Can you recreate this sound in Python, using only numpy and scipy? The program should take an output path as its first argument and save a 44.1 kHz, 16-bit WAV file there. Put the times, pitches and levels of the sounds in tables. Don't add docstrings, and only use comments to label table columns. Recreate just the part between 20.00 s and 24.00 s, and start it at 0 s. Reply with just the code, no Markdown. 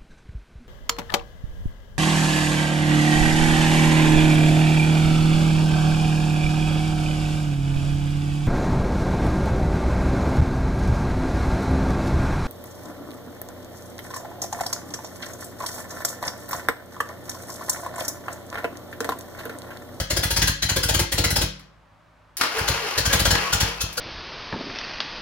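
import sys
import numpy as np
from scipy import signal
from scipy.fft import rfft, irfft
from scipy.io import wavfile

SR = 44100
rng = np.random.default_rng(int(sys.argv[2]) if len(sys.argv) > 2 else 0)


def wrap_up_sound(samples):
    columns = np.atleast_2d(samples).T
    tamed = np.clip(columns, -1, 1)
    steps = np.round(tamed * 32767).astype(np.int16)
    wavfile.write(sys.argv[1], SR, steps)


N = 176400

# freq_hz, gain_db
AIR_SPECTRUM = [(18, -34.5), (30, -11), (113, -4), (132, -23.5), (167, -12), (448, -19.5), (597, -8.5),
                (662, -14.5), (1060, -11), (15000, -50)]
# pitch_hz, level_db
HUM_PARTIALS = [(54, -65), (107, -64), (162, -65.5), (268, -75)]

# start_s, body_db, rush_db, hiss_db, thump_delay_s, thump_db,
# bark_hz, bark_db, clank_hz, clank_db
ENGINE_FIRINGS = [(-0.004, -23, -24, -42, 0.019, -23, 1819, -51.5, 4280, -49),
                  (0.1046, -23, -21, -30, 0.029, -21.5, 2088, -29.5, 4209, -34.5),
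                  (0.167, -23.5, -22.5, -28.5, 0.024, -21, 1464, -49.5, 4950, -27),
                  (0.233, -23, -21, -25.5, 0.0238, -20, 2013, -32.5, 3384, -31),
                  (0.306, -26.5, -20, -26.5, 0.024, -23.5, 1722, -39, 5030, -35.5),
                  (0.3652, -21, -18, -27.5, 0.0235, -20.5, 1378, -38, 4510, -37),
                  (0.419, -20, -16.5, -28, 0.0241, -20.5, 2077, -44, 3480, -32),
                  (0.475, -23.5, -19.5, -24, 0.0231, -20, 1711, -26, 4170, -40),
                  (0.625, -26, -20, -29.5, 0.028, -22.5, 1937, -29.5, 3990, -26),
                  (0.692, -22, -19.5, -30.5, 0.026, -20.5, 1528, -37, 4340, -32.5),
                  (0.7625, -20.5, -20, -27, 0.0234, -21, 1528, -44, 3400, -34),
                  (0.8322, -29, -21.5, -25, 0.026, -22, 1496, -32, 4930, -25),
                  (0.889, -21, -19, -26.5, 0.0243, -20, 2013, -38.5, 3460, -35),
                  (0.9429, -22, -20, -27, 0.0226, -18, 1668, -33, 3170, -25.5),
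                  (0.9928, -20, -20.5, -26.5, 0.0232, -18.5, 1711, -50, 4200, -35.5),
                  (1.1213, -24, -21.5, -26, 0.0243, -22.5, 2013, -31.5, 4180, -36),
                  (1.1804, -19.5, -20.5, -33.5, 0.0239, -18, 1679, -43, 4300, -34),
                  (1.2411, -21.5, -16.5, -28.5, 0.023, -19.5, 2056, -25.5, 4140, -33),
                  (1.304, -23.5, -24, -26.5, 0.0248, -19, 2056, -54, 4010, -41),
                  (1.361, -19.5, -19, -27.5, 0.025, -20.5, 1388, -50.5, 5140, -23.5),
                  (1.414, -22, -21.5, -28.5, 0.026, -19.5, 1668, -39.5, 5700, -31.5),
                  (2.583, -29, -36.5, -35, 0.032, -24.5, 1658, -31.5, 4909, -35),
                  (2.6802, -19.5, -19, -32, 0.024, -20, 1442, -45, 4200, -29.5),
                  (2.9785, -20, -18.5, -30, 0.0265, -24.5, 1647, -41.5, 4350, -28),
                  (3.055, -26.5, -20.5, -28, 0.0228, -18.5, 1528, -26, 5780, -28),
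                  (3.129, -16, -18, -26, 0.0244, -18, 2228, -30.5, 3430, -24.5),
                  (3.195, -21.5, -21, -26.5, 0.0235, -18, 1356, -36, 2890, -30),
                  (3.2528, -16, -18, -32, 0.0253, -17.5, 1442, -32, 4250, -59),
                  (3.307, -17.5, -16.5, -30.5, 0.0242, -16.5, 1518, -37.5, 4600, -27.5),
                  (3.529, -19, -17, -26.5, 0.0235, -22, 1442, -34, 4220, -29),
                  (3.605, -20.5, -17.5, -27.5, 0.027, -17.5, 1647, -39, 5680, -35),
                  (3.809, -32.5, -23, -29, 0.0312, -24, 1399, -40.5, 4980, -32),
                  (3.974, -39.5, -26, -32, 0.027, -25, 1453, -32, 4600, -30)]
BODY_TRIM_DB, RUSH_TRIM_DB, HISS_TRIM_DB = -2, -1, 3.5
THUMP_TRIM_DB, BARK_TRIM_DB, CLANK_TRIM_DB = 3.5, 5, 4.5
LEAD_S, ATTACK_S, HOLD_S = 0.0064, 0.012, 0.0035
BODY_DECAY_S, RUSH_DECAY_S, HISS_DECAY_S, BARK_DECAY_S = 0.018, 0.012, 0.015, 0.0089
KNOCK_DB, KNOCK_DECAY_S = -3.5, 0.0036
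SCATTER_DB, SCATTER_DECAY_S = -5.5, 0.0035
# freq_hz, gain_db
BODY_SPECTRUM = [(100, 4), (170, 2.5), (245, -5.5), (340, 2), (430, -2), (550, 5.5), (750, -3), (900, 1),
                 (1150, -6.5), (1550, 2), (2100, -1), (2500, -10.5), (3200, -12)]
RUSH_SPECTRUM = [(1800, -21.5), (2500, -1.5), (3200, 1.5), (3750, -2), (4300, 1.5), (5100, -0.5),
                 (6000, 1.5), (7000, 1.5), (8000, -14), (10000, -26)]
HISS_SPECTRUM = [(5500, -26.5), (7500, -5), (8700, -7), (10500, 0), (12500, -6), (16000, -6)]
# freq_hz, gain_db
PORT_SPREAD = [(150, -20), (400, -7), (1200, -1), (5000, 0), (8000, -6), (13000, -12)]
# pitch_hz, t60_s, gain_db
CASTING_MODES = [(360, 0.1, -25.5), (484.2, 0.42, -25.5), (558, 0.75, -25.5), (925, .15, -28.5),
                 (1470, .15, -29.5), (1685, .1, -18.5), (2017, 0.18, -25), (3130, 0.13, -42.5),
                 (4235, 0.15, -31), (4365, 0.14, -25.5), (5790, 0.16, -23)]

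# delay_s, gain_db
WALL_ECHOES = [(.0205, -11), (.072, -21)]
# pitch_hz, t60_s, gain_db
ROOM_MODES = [(52, 0.26, -6), (102.8, .15, -12.5), (148, 0.63, -14), (187.1, 0.59, -15),
              (292.5, 0.64, -23.5)]

# start_s, level_db, decay_s, tilt_db_per_octave
METAL_BLOWS = [(1.594, -41.5, 0.015, 2), (2.369, -23, 0.022, 9), (2.411, -11.5, 0.013, 1),
               (2.435, -22, 0.025, 0), (3.131, -23.5, 0.06, 2.5), (3.353, -11, 0.0058, 0),
               (3.928, -33, 0.014, 8)]
# freq_hz, gain_db
BLOW_SPECTRUM = [(120, -35.5), (280, 5), (700, -9.5), (1150, 4), (2000, 0), (3000, -8), (5000, -4),
                 (8000, -17.5), (11000, -17.5), (16000, -24)]
# time_s, tooth_rate_hz
TOOTH_RATE_CURVE = [(2.41, 360), (2.5, 287.9), (2.58, 457), (2.66, 400.2), (2.77, 488.8), (2.85, 428.5),
                    (2.95, 369.2), (3.02, 503.4), (3.12, 559.7), (3.33, 480), (3.41, 385), (3.48, 546.8),
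                    (3.58, 398.3), (3.7, 490), (3.85, 343.7), (4, 293.5)]
# time_s, level_db
STARTER_LEVELS = [(2.37, -49), (2.41, -27), (2.5, -32), (2.59, -25.5), (2.66, -31.5), (2.76, -25),
                  (2.82, -30), (2.87, -27), (2.96, -30), (3.07, -32.5), (3.12, -22.5), (3.2, -38.5),
                  (3.36, -26.5), (3.46, -27.5), (3.51, -31), (3.68, -28), (3.75, -38), (4, -43)]
# freq_hz, gain_db
GEAR_SPECTRUM = [(120, -11), (250, -8), (450, 0), (700, 1.5), (1100, 2.5), (1650, 0.5), (2200, 1.5),
                 (2900, 2), (3700, -7), (4700, -3), (6300, -6), (8500, -18.5), (11000, -13.5), (16000, -21)]
# start_s, length_s, pitch_hz, glide_hz_per_s, level_db
GEAR_SQUEALS = [(2.537, 0.074, 440, 150, -32), (2.824, 0.076, 450, -600, -34.5),
                (3.101, 0.026, 1650, 900, -23.5), (3.328, 0.053, 1662, 609, -30.5),
                (3.43, 0.077, 1128, -700, -30), (3.77, 0.099, 2642, -11, -36.5), (3.971, .04, 500, 0, -30)]

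# freq_hz, t60_s
ROOM_DECAY = [(100, 1), (700, 0.21), (1840, 0.47), (4850, 0.39), (12800, 0.2)]
# freq_hz, gain_db
ROOM_REFLECTIONS = [(60, -20), (170, -13), (300, -7), (600, -3), (2000, -3), (5000, -4), (9000, -8),
                    (16000, -11)]
# freq_hz, phase_rad
PORT_PHASE_GAP = [(400, 0), (1500, .3), (3800, 1.8), (6400, 2.6), (8000, 1.2), (10300, .4), (11600, -.4),
                  (13300, -3.14), (15200, -6)]
# freq_hz, gain_db
PORT_BALANCE = [(60, 11.3), (200, -2.5), (380, 2.5), (1290, 3), (2380, -0.3), (4400, 7), (8120, -0.1),
                (15000, 0)]


def undb(db):
    return 10 ** (np.asarray(db) / 20)


def unit_rms(x):
    return x / np.sqrt(np.mean(x ** 2))


def curve_at(points, hz):
    freqs_hz, values = np.array(points).T
    return np.interp(np.log(np.maximum(hz, 1)), np.log(freqs_hz), values)


def bins_hz(size=N):
    return np.arange(size // 2 + 1) * SR / size


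def colour(x, points):
    return unit_rms(irfft(rfft(x) * undb(curve_at(points, bins_hz())), N))


def resonate(x, hz, width_hz):
    pole = np.exp((2j * np.pi * hz - np.pi * width_hz) / SR)
    return unit_rms(signal.lfilter([1], [1, -pole], x).imag)


def ring(x, modes):
    return np.std(x) * sum(undb(db) * resonate(x, hz, np.log(1000) / (np.pi * t60_s))
                           for hz, t60_s, db in modes)


def rattle(ticks_per_s=2200, tick_db=-4):
    ticks = (rng.random((3, N)) < ticks_per_s / SR) * rng.standard_normal((3, N))
    noise = rng.standard_normal((3, N)) + undb(tick_db) * unit_rms(ticks)
    per_port = irfft(rfft(noise[1:]) * undb(curve_at(PORT_SPREAD, bins_hz())), N)
    flatten = [(hz, -10 * np.log10(1 + undb(db) ** 2)) for hz, db in PORT_SPREAD]
    return colour(noise[0] + per_port, flatten)


def air_and_hum(t, air_db=-55.5):
    air = colour(rng.standard_normal(N) + .7 * rng.standard_normal((2, N)), AIR_SPECTRUM)
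    hum = sum(undb(db) * np.sqrt(2) * np.sin(2 * np.pi * (hz * t + rng.random()))
              for hz, db in HUM_PARTIALS)
    return undb(air_db) * air + hum


def blast_envelope(age_s, decay_s):
    rise = np.minimum(age_s / ATTACK_S, 1) ** 1.06
    return rise * np.exp(-np.maximum(age_s - ATTACK_S - HOLD_S, 0) / decay_s)


def blasts(t):
    body, rush, hiss = (colour(rattle(), band) for band in (BODY_SPECTRUM, RUSH_SPECTRUM, HISS_SPECTRUM))
    drive, out = rattle(), np.zeros((2, N))
    lag_s = t[:SR // 50]
    fade = np.exp(-lag_s / SCATTER_DECAY_S) * (lag_s > 0)
    for start_s, body_db, rush_db, hiss_db, _, _, bark_hz, bark_db, clank_hz, clank_db in ENGINE_FIRINGS:
        span = (t > start_s - LEAD_S) & (t < start_s + .15)
        age_s = t[span] - start_s + LEAD_S
        knock = undb(KNOCK_DB) * (age_s > LEAD_S) * np.exp(-np.abs(age_s - LEAD_S) / KNOCK_DECAY_S)
        body_gain = undb(body_db + BODY_TRIM_DB) * (blast_envelope(age_s, BODY_DECAY_S) + knock)
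        rush_gain = undb(rush_db + RUSH_TRIM_DB) * (blast_envelope(age_s, RUSH_DECAY_S) + knock / 2)
        hiss_gain = undb(hiss_db + HISS_TRIM_DB) * blast_envelope(age_s, HISS_DECAY_S)
        gas = body_gain * body[:, span] + rush_gain * rush[:, span]
        scatter = undb(SCATTER_DB) * rng.standard_normal(len(fade)) * fade / np.linalg.norm(fade)
        gas += signal.fftconvolve(gas, scatter[None], axes=1)[:, :len(age_s)]
        bark = undb(bark_db + BARK_TRIM_DB) * resonate(drive[:, span], bark_hz, width_hz=120)
        clank = undb(clank_db + CLANK_TRIM_DB) * resonate(drive[:, span], clank_hz, width_hz=150)
        out[:, span] += gas + hiss_gain * hiss[:, span]
        out[:, span] += (bark + clank) * blast_envelope(age_s, BARK_DECAY_S)
    return out + ring(out, CASTING_MODES)


def thumps(t, rise_s=0.0025, fall_s=0.0056, band_hz=(57.6, 480)):
    age_s = t - 1
    pulse = np.exp(np.minimum(age_s, 0) / rise_s - np.maximum(age_s, 0) / fall_s)
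    pulse = signal.sosfilt(signal.butter(2, band_hz, "band", fs=SR, output="sos"), pulse)
    pulse /= pulse.max()
    peak_s = t[pulse.argmax()]
    exhaust = sum(undb(db + THUMP_TRIM_DB) * np.interp(t - start_s - delay_s + peak_s, t, pulse)
                  for start_s, _, _, _, delay_s, db, *_ in ENGINE_FIRINGS)
    echoes = sum(undb(db) * np.interp(t - delay_s, t, exhaust, left=0) for delay_s, db in WALL_ECHOES)
    return exhaust + echoes + ring(exhaust, ROOM_MODES)


def clashes(t):
    out, noise = 0, rattle()
    for start_s, db, decay_s, tilt_db_per_octave in METAL_BLOWS:
        tilted = [(hz, gain_db + tilt_db_per_octave * np.log2(hz / 1000)) for hz, gain_db in BLOW_SPECTRUM]
        envelope = (t >= start_s) * np.exp(-np.maximum(t - start_s, 0) / decay_s)
        out += undb(db) * colour(noise, tilted) * envelope
    return out


def starter(t, wobble=.04, scrape_decay_teeth=0.55, whine_db=-9.5, chatter_db=1.5, ring_db=-3):
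    waver = colour(rng.standard_normal(N), [(20, -1.5), (120, -6), (500, -48.5)])
    tooth_hz = np.interp(t, *np.array(TOOTH_RATE_CURVE).T) * (1 + wobble * waver)
    teeth = np.cumsum(tooth_hz) / SR
    whine = sum(np.sin(2 * np.pi * k * teeth + rng.uniform(0, 2 * np.pi)) / k ** 0.36 for k in range(1, 7))
    scrape = rattle() * np.exp(-(teeth % 1) / scrape_decay_teeth)
    gears = unit_rms(colour(scrape, GEAR_SPECTRUM) + undb(whine_db) * colour(whine, GEAR_SPECTRUM))
    chatter = colour(rng.standard_normal(N), [(70, 15), (200, -19), (800, -60)])
    level_db = np.interp(t, *np.array(STARTER_LEVELS).T) + chatter_db * chatter
    grind = gears * undb(level_db) * (t > STARTER_LEVELS[0][0])
    return grind + undb(ring_db) * ring(grind, CASTING_MODES)


def squeals(t, roughness=.03):
    waver = colour(rng.standard_normal(N), [(100, -6.5), (400, -18.5), (2000, -60)])
    out = 0
    for start_s, length_s, pitch_hz, glide_hz_per_s, db in GEAR_SQUEALS:
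        age_s = np.clip(t - start_s, 0, length_s)
        cycles = np.cumsum((pitch_hz + glide_hz_per_s * age_s) * (1 + roughness * waver)) / SR
        envelope = np.sin(np.pi * age_s / length_s)
        out += undb(db) * np.sqrt(2) * envelope * np.sin(2 * np.pi * cycles)
    return out


def workshop(x, t, build_s=0.02):
    hz, age_s = bins_hz(), t[:SR]
    noise_spectrum, tail = rfft(rng.standard_normal((2, N))), 0
    for band_hz, t60_s in ROOM_DECAY:
        band = curve_at([(freq_hz, float(freq_hz == band_hz)) for freq_hz, _ in ROOM_DECAY], hz)
        fade = np.exp(-np.log(1000) * age_s / t60_s) * np.minimum(age_s / build_s, 1)
        tail += irfft(noise_spectrum * band, N)[:, :SR] * fade / np.linalg.norm(fade)
    sides = np.array([[.5], [-.5]])
    direct = rfft(x) * np.exp(1j * sides * curve_at(PORT_PHASE_GAP, hz))
    reverb = signal.fftconvolve(x, tail, axes=1)[:, :N]
    reflected = undb(curve_at(ROOM_REFLECTIONS, hz)) * rfft(reverb)
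    return irfft((direct + reflected) * undb(sides * curve_at(PORT_BALANCE, hz)), N)


def scene():
    t = np.arange(N) / SR
    machine = blasts(t) + starter(t) + squeals(t) + clashes(t)
    return workshop(machine, t) + thumps(t) + air_and_hum(t)


def record(dry, top_hz=15850):
    bass_cut_db = curve_at([(20, -26.5), (32, -17), (42, -34.5), (52, -1.5)], bins_hz(2 * N))
    thinned = irfft(rfft(dry, 2 * N) * undb(bass_cut_db))[:, :N]
    lowpass = signal.ellip(10, .2, 80, top_hz, fs=SR, output="sos")
    return signal.sosfilt(lowpass, np.tanh(thinned))


dry = scene()
out = record(dry)
wrap_up_sound(out)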